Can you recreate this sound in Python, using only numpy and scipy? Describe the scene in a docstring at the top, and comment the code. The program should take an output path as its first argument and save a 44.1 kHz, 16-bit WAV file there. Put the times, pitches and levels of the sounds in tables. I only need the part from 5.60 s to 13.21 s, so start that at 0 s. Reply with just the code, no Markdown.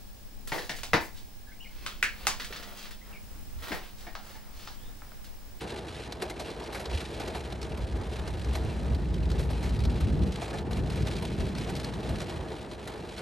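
"""Steady rain on a parked car at night, heard from a stereo microphone inside the padded cabin.
From the start small drops patter on glass and steel roof, each ringing briefly, over a low rumble from
outside. Fat drops splat and thud overhead and tick on the nearest window; at 0.7 s a drip plops into
water. The rumble swells, booming in the cabin's lowest air resonance, and is at its height around 4 s.
Just before 5 s three heavy drips knock on a hollow panel; then the rumble fades under the rain."""
import sys
import numpy as np
from scipy import signal
from scipy.fft import rfft, irfft, next_fast_len
from scipy.io import wavfile
from scipy.ndimage import uniform_filter1d

SR = 44100
rng = np.random.default_rng(int(sys.argv[2]) if len(sys.argv) > 2 else 0)


def pcm_store(signal):
    """Save signal as 16-bit PCM."""
    levels = np.round(np.clip(np.atleast_2d(signal), -1, 1) * 32767)
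    wavfile.write(sys.argv[1], SR, levels.astype(np.int16).T)


N = 335601
TIME = np.arange(N) / SR

# Strength of the shower on glass and roof. Each row: time in seconds, level in dB.
SHOWER_LEVEL = [(0, -39), (0.24, -45.5), (0.48, -46.5), (0.74, -47), (0.87, -43.5), (1.1, -48),
                (1.42, -41.5), (1.52, -48.5), (1.66, -41.5), (1.9, -47.5), (2.4, -46.5), (2.88, -46),
                (3.2, -47), (3.47, -52), (4.06, -44.5), (4.5, -49), (4.95, -43), (5.08, -50.5), (5.15, -42),
                (5.25, -47), (5.32, -43), (5.9, -44.5), (6.1, -41.5), (6.21, -47.5), (6.65, -42.5),
                (7.03, -47.5), (7.61, -47)]
# Tone of each source from inside the cabin. Each row: frequency in Hz, relative level in dB.
GLASS_SPECTRUM = [(300, -4.5), (700, -1), (1100, -6.5), (1500, -0.5), (2600, 0.5), (3400, 1), (5200, -5.5),
                  (6600, -10.5), (8600, -11), (10000, -10.5), (11300, -9.5), (12200, -34.5)]
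ROOF_SPECTRUM = [(90, -22.5), (150, -3.5), (370, -3), (540, -4.5), (720, -4), (930, -5), (1060, -11.5),
                 (1250, -13), (1800, -15.5)]
BOOM_SPECTRUM = [(23, -27), (31, -6), (39, -20), (48, 0), (59, 1.5), (72, 4.5), (88, -0.5), (115, -4.5)]
ROAR_SPECTRUM = [(75, -10.5), (105, -2), (155, -0.5), (215, -5.5), (280, -11), (400, -12), (550, -22)]
SPLASH_SPECTRUM = [(500, 7), (2000, 5), (3000, 2.5), (4200, 3), (5600, -2), (7000, -5), (9000, -4.5),
                   (11500, -2), (12800, -38)]
THUD_SPECTRUM = [(150, -15.5), (330, 6), (550, 4.5), (900, 2.5), (1300, -11), (2500, -13), (6000, -42.5)]
TICK_SPECTRUM = [(500, 4), (2000, -0.5), (3400, 2), (4500, 2.5), (7000, -7.5), (11500, -10), (12800, -30)]
KNOCK_SPECTRUM = [(520, 1), (760, -1.5), (1350, -15), (2400, -14.5), (3000, -23), (9000, -26.5)]
# Resonances of glass, steel roof and cabin air. Each row: centre in Hz, width in Hz, lift in dB.
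GLASS_RESONANCES = [(1498, 42, 4), (2180, 28, 4), (4100, 130, 6.5)]
ROOF_RESONANCES = [(338, 60, 5.5), (440, 100, 5), (624, 45, 6)]
AIR_RESONANCE = [(62.2, 32, 7)]
# Slow swell of the rumble outside. Each row: time in seconds, boom level in dB, roar level in dB.
RUMBLE_SWELL = [(0, -45.5, -48.5), (1.05, -45.5, -51.5), (2.1, -38, -42), (2.72, -34, -44),
                (3.15, -34, -38), (3.65, -27, -33.5), (4.0, -30, -35.5), (4.4, -30, -34), (4.63, -27, -28),
                (4.82, -43, -42.5), (5.18, -33, -33.5), (5.65, -37.5, -35.5), (5.95, -39, -35),
                (6.55, -40.5, -39), (7.05, -48, -46.5), (7.61, -48, -48.5)]
# Brief surges of the rumble. Each row: time of the peak in seconds, lift of the boom in dB.
RUMBLE_SURGES = [(1.34, 16.5), (2.22, 6), (2.35, 6.5), (2.91, 8), (3.04, 6.5), (3.31, 8), (3.6, 2),
                 (3.75, 1), (4.11, 2.5), (4.26, 8.5), (4.46, 4), (4.61, 3.5), (5.2, 5), (5.43, 9.5),
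                 (5.83, 11), (6.53, 11.5), (6.8, 9)]
# Fat drops overhead. Each row: start in seconds, splash and thud levels in dB before trim,
# splash t60 in seconds.
ROOF_DROPS = [(0.008, -44.5, -47, 0.083), (0.619, -33.5, -31, 0.039), (0.634, -49, -43, 0.05),
              (0.696, -39.5, -42, 0.05), (0.794, -39.5, -41, 0.11), (1.122, -41.5, -49, 0.2),
              (1.143, -37, -41.5, 0.18), (1.195, -42, -41.5, 0.12), (1.596, -40, -36, 0.074),
              (1.62, -56, -45, .08), (1.674, -41, -42, 0.039), (1.745, -40, -35, 0.12),
              (2.172, -46, -45, 0.021), (2.674, -41, -40.5, 0.025), (2.931, -45, -50, 0.034),
              (2.949, -36, -39, 0.083), (3.787, -44, -37, 0.24), (3.898, -44.5, -41, 0.13),
              (4.025, -42.5, -40, 0.27), (4.404, -41, -41.5, 0.039), (5.106, -43, -43, 0.13),
              (5.168, -43.5, -41.5, 0.024), (5.355, -43, -43, 0.03), (5.467, -40.5, -44, 0.027),
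              (5.62, -43, -40, 0.045), (6.095, -40.5, -45, 0.036), (6.162, -40.5, -48, 0.035),
              (6.489, -41, -43, 0.032), (6.613, -42.5, -49, 0.038), (6.693, -43.5, -40.5, .06),
              (7.112, -49, -39, 0.038), (7.273, -39.5, -54, 0.038)]
# Fat drops on the nearest window. Each row: start in seconds, level in dB before trim.
WINDOW_DROPS = [(0.102, -44), (0.521, -38), (0.9, -46), (1.037, -48.5), (1.071, -50.5), (1.254, -40.5),
                (1.312, -45), (1.347, -44), (1.922, -43), (2.014, -44), (2.027, -41), (2.844, -44.5),
                (3.346, -46), (3.54, -45.5), (3.7, -45), (3.714, -43), (4.091, -47), (4.189, -46),
                (4.202, -45.5), (4.236, -44), (4.25, -41), (4.72, -45), (4.756, -41.5), (4.983, -43.5),
                (5.13, -42.5), (5.3, -43), (5.42, -47), (5.511, -46), (5.535, -48), (5.563, -45),
                (5.65, -40.5), (5.801, -46), (5.949, -43), (5.981, -41), (6.151, -42), (6.197, -41),
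                (6.243, -37.5), (6.335, -44.5), (6.602, -42), (7.578, -42.5)]
# A drip into standing water. One row: start in seconds, pitch in Hz, rise in Hz per second,
# peak level in dB, t60 in seconds.
PUDDLE_DRIP = (.711, 2050, 16000, -37, .04)
# Heavy drips on a hollow panel. Each row: start in seconds, level in dB.
PANEL_DRIPS = [(4.816, -33.5), (4.878, -38), (4.935, -36)]
# Stereo width of the cabin at the microphone. Each row: frequency in Hz, side minus mid in dB.
CABIN_WIDTH = [(20, -26), (45, -16), (70, -18), (130, -11.5), (350, -12), (800, -10), (1200, -3.5),
               (2200, -13), (4000, -15), (5000, -16), (6300, -28), (12000, -15)]
# Phase between the two microphone ports. Each row: frequency in Hz, lead of the left in radians.
PORT_PHASE = [(2200, 0), (3200, .65), (5800, 0), (7500, 0), (7900, .25), (8750, 0), (9470, -2),
              (10200, -3.14), (11850, -6.28)]


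def undb(db):
    """Decibels to gain."""
    return 10 ** (np.asarray(db) / 20)


def unit(x):
    """Scale to an rms of 1."""
    return x / np.sqrt(np.mean(x ** 2))


def curve(table):
    """Rows of seconds and dB as a gain at every sample."""
    return undb(np.interp(TIME, *np.transpose(table)))


def decay(t, t60):
    """A ring dying away by 60 dB in t60 seconds."""
    return np.exp(-np.log(1000) * t / t60)


def steady(x, window_s):
    """Even out the slow swells of a noise, keeping its quick flutter."""
    return x / np.sqrt(uniform_filter1d(np.mean(x ** 2, axis=0), int(window_s * SR)))


def colour(x, spectrum, modes=(), skirt_db_per_octave=24):
    """Causal filter with a smooth outline, falling skirts and a few resonances on top."""
    size = next_fast_len(x.shape[-1] // 2 + 2048) * 2
    f = np.fft.rfftfreq(size, 1 / SR) + 1
    hz, db = np.transpose(spectrum)
    octaves_outside = np.abs(np.log2(f / np.clip(f, hz[0], hz[-1])))
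    gain_db = np.interp(np.log(f), np.log(hz), db)
    gain_db -= skirt_db_per_octave * np.minimum(octaves_outside, 3)
    for centre, width, lift in modes:
        gain_db += lift / (1 + (2 * (f - centre) / width) ** 2)
    # minimum phase, so nothing rings ahead of an impact
    cepstrum = irfft(np.log(undb(gain_db)))
    cepstrum[1:size // 2] *= 2
    cepstrum[size // 2 + 1:] = 0
    return irfft(rfft(x, size) * np.exp(rfft(cepstrum)))[..., :x.shape[-1]]


def shifted(modes, share):
    """The spot a drop hits moves all resonances up or down together, by up to about this share."""
    shift = 1 + share * rng.uniform(-1.06, 1)
    return [(hz * shift, width, lift) for hz, width, lift in modes]


def diffuse(size, patchy_db=0):
    """Stereo noise of crossing reflections; with patchy_db the path to the microphone favours some bands."""
    f = np.fft.rfftfreq(size, 1 / SR) + 1
    hz, side_db = np.transpose(CABIN_WIDTH)
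    mid, side = rfft(rng.standard_normal((2, size)))
    side *= undb(np.interp(np.log(f), np.log(hz), side_db))
    bands = np.geomspace(200, 13000, 14)
    path = undb(np.interp(f, bands, patchy_db * rng.uniform(-0.85, 1, len(bands))))
    return irfft(path * np.array([mid + side, mid - side]), size)


def ring(rise_s, t60, tail_db, tail_t60, size=8192):
    """One drop at the microphone: reflections build up, die fast and leave a cabin tail."""
    t = TIME[:size]
    build_up = (1 - np.exp(-t / rise_s)) ** 2
    envelope = build_up * (decay(t, t60) + undb(tail_db) * decay(t, tail_t60))
    return unit(diffuse(size, patchy_db=3.5)) * envelope / envelope.max()


def add_impact(out, start_s, db, sound):
    """Mix in one impact, with db as the rms of its loudest 10 ms."""
    at = int(start_s * SR)
    part = sound[:, :N - at]
    peak_power = uniform_filter1d(np.mean(sound ** 2, axis=0), SR // 100).max()
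    out[:, at:at + part.shape[1]] += undb(db) * part / np.sqrt(peak_power)


def patter(per_s, spread_db, spots, **ring_shape):
    """Drops of many sizes land at random on several spots, each spot with a ring of its own."""
    out = np.zeros((2, N))
    for _ in range(spots):
        response = ring(**ring_shape)
        gap, softness, polarity = rng.random((2048, 3)).T
        arrivals_s = np.cumsum(-np.log(1 - gap)) * spots / per_s
        at = (arrivals_s * SR).astype(int)
        blows = np.sign(polarity - 0.5) * undb(-spread_db * softness)
        train = np.bincount(at[at < N], blows[at < N], N)
        out += signal.oaconvolve(train[None], response, axes=1)[:, :N]
    return unit(out)


def flurries(per_s=16, spread_db=1.8):
    """A gain that wanders at random as the drops bunch and thin out."""
    levels = rng.standard_normal(256)
    return undb(spread_db * np.interp(TIME * per_s, np.arange(len(levels)), levels))


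def glass_rain(trim_db=-3.5, spray_db=-9):
    """Small drops tick in flurries on the windows around the microphone, over a wash of fine spray."""
    ticks = patter(per_s=380, spread_db=14, spots=20, rise_s=0.005, t60=0.017, tail_db=-26, tail_t60=0.06)
    spray = undb(spray_db) * unit(diffuse(N))
    glass = unit(colour(ticks + spray, GLASS_SPECTRUM, GLASS_RESONANCES))
    return glass * curve(SHOWER_LEVEL) * flurries() * undb(trim_db)


def roof_rain(trim_db=4, swing_share=0.45):
    """Drops drum on the steel overhead, dulled by its lining; the wide roof evens out the shower."""
    taps = patter(per_s=330, spread_db=21.5, spots=12, rise_s=0.0027, t60=0.18, tail_db=1, tail_t60=0.25)
    shower = curve(SHOWER_LEVEL)
    evened_shower = shower.mean() * (shower / shower.mean()) ** swing_share
    return unit(colour(taps, ROOF_SPECTRUM, ROOF_RESONANCES)) * evened_shower * undb(trim_db)


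def rumble(boom_trim_db=-0.23, roar_trim_db=0.5, surge_s=0.044, roar_surge_share=0.35):
    """Noise from outside booms in the cabin's air, surging now and then; a dull roar rides above it."""
    swell = np.array(RUMBLE_SWELL)
    surge = undb(sum(lift * np.exp(-((TIME - s) / surge_s) ** 2) for s, lift in RUMBLE_SURGES))
    boom = steady(colour(diffuse(N), BOOM_SPECTRUM, AIR_RESONANCE), window_s=0.11)
    boom *= curve(swell[:, [0, 1]]) * surge
    roar = steady(colour(diffuse(N), ROAR_SPECTRUM), window_s=0.18)
    roar *= curve(swell[:, [0, 2]]) * surge ** roar_surge_share
    return undb(boom_trim_db) * boom + undb(roar_trim_db) * roar


def fat_drops(thud_trim_db=1.0):
    """Each fat drop splashes brightly overhead; the roof answers with a thud, pitched by the spot hit."""
    out = np.zeros((2, N))
    for start_s, splash_db, thud_db, splash_t60 in ROOF_DROPS:
        splash = ring(rise_s=0.0025, t60=splash_t60, tail_db=-19, tail_t60=0.13)
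        thud = ring(rise_s=0.003, t60=0.18, tail_db=-20, tail_t60=0.24)
        spot_modes = shifted(ROOF_RESONANCES, share=0.18)
        add_impact(out, start_s, splash_db, colour(splash, SPLASH_SPECTRUM, GLASS_RESONANCES))
        add_impact(out, start_s, thud_db + thud_trim_db, colour(thud, THUD_SPECTRUM, spot_modes))
    return out


def window_ticks(trim_db=1.5):
    """On the stiff glass nearest the microphone a fat drop gives a short, sharp tick and no thud."""
    out = np.zeros((2, N))
    for start_s, db in WINDOW_DROPS:
        tick = ring(rise_s=0.002, t60=0.022, tail_db=-22, tail_t60=0.1)
        spot_modes = shifted(GLASS_RESONANCES, share=0.07)
        add_impact(out, start_s, db + trim_db, colour(tick, TICK_SPECTRUM, spot_modes))
    return out


def plop():
    """A drip traps a bubble in standing water; it rings and rises in pitch as it nears the surface."""
    start_s, hz, rise_hz_per_s, db, t60 = PUDDLE_DRIP
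    t = np.maximum(TIME - start_s, 0)
    phase = 2 * np.pi * (hz + rise_hz_per_s * t / 2) * t
    return undb(db) * decay(t, t60) * np.sin(phase)


def hollow_knocks():
    """Heavy drips in a row knock on a body panel, which rings on hollowly."""
    out = np.zeros((2, N))
    for start_s, db in PANEL_DRIPS:
        knock = ring(rise_s=0.002, t60=0.15, tail_db=-20, tail_t60=0.24)
        add_impact(out, start_s, db, colour(knock, KNOCK_SPECTRUM))
    return out


def scene():
    """Inside the car: rain on glass and roof, single drops among it, the rumble underneath."""
    rain = glass_rain() + roof_rain()
    drops = fat_drops() + hollow_knocks() + window_ticks() + plop()
    return rain + drops + rumble()


def record(dry):
    """The microphone's two ports differ in phase near their resonance; the top is cut at 12.4 kHz."""
    hz, radians = np.transpose(PORT_PHASE)
    lead = np.interp(np.fft.rfftfreq(N, 1 / SR), hz, radians)
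    left = irfft(rfft(dry[0]) * np.exp(1j * lead), N)
    top_cut = signal.ellip(8, 0.2, 70, 12400, fs=SR, output="sos")
    return signal.sosfilt(top_cut, np.array([left, dry[1]]))


dry = scene()
out = record(dry)
pcm_store(out)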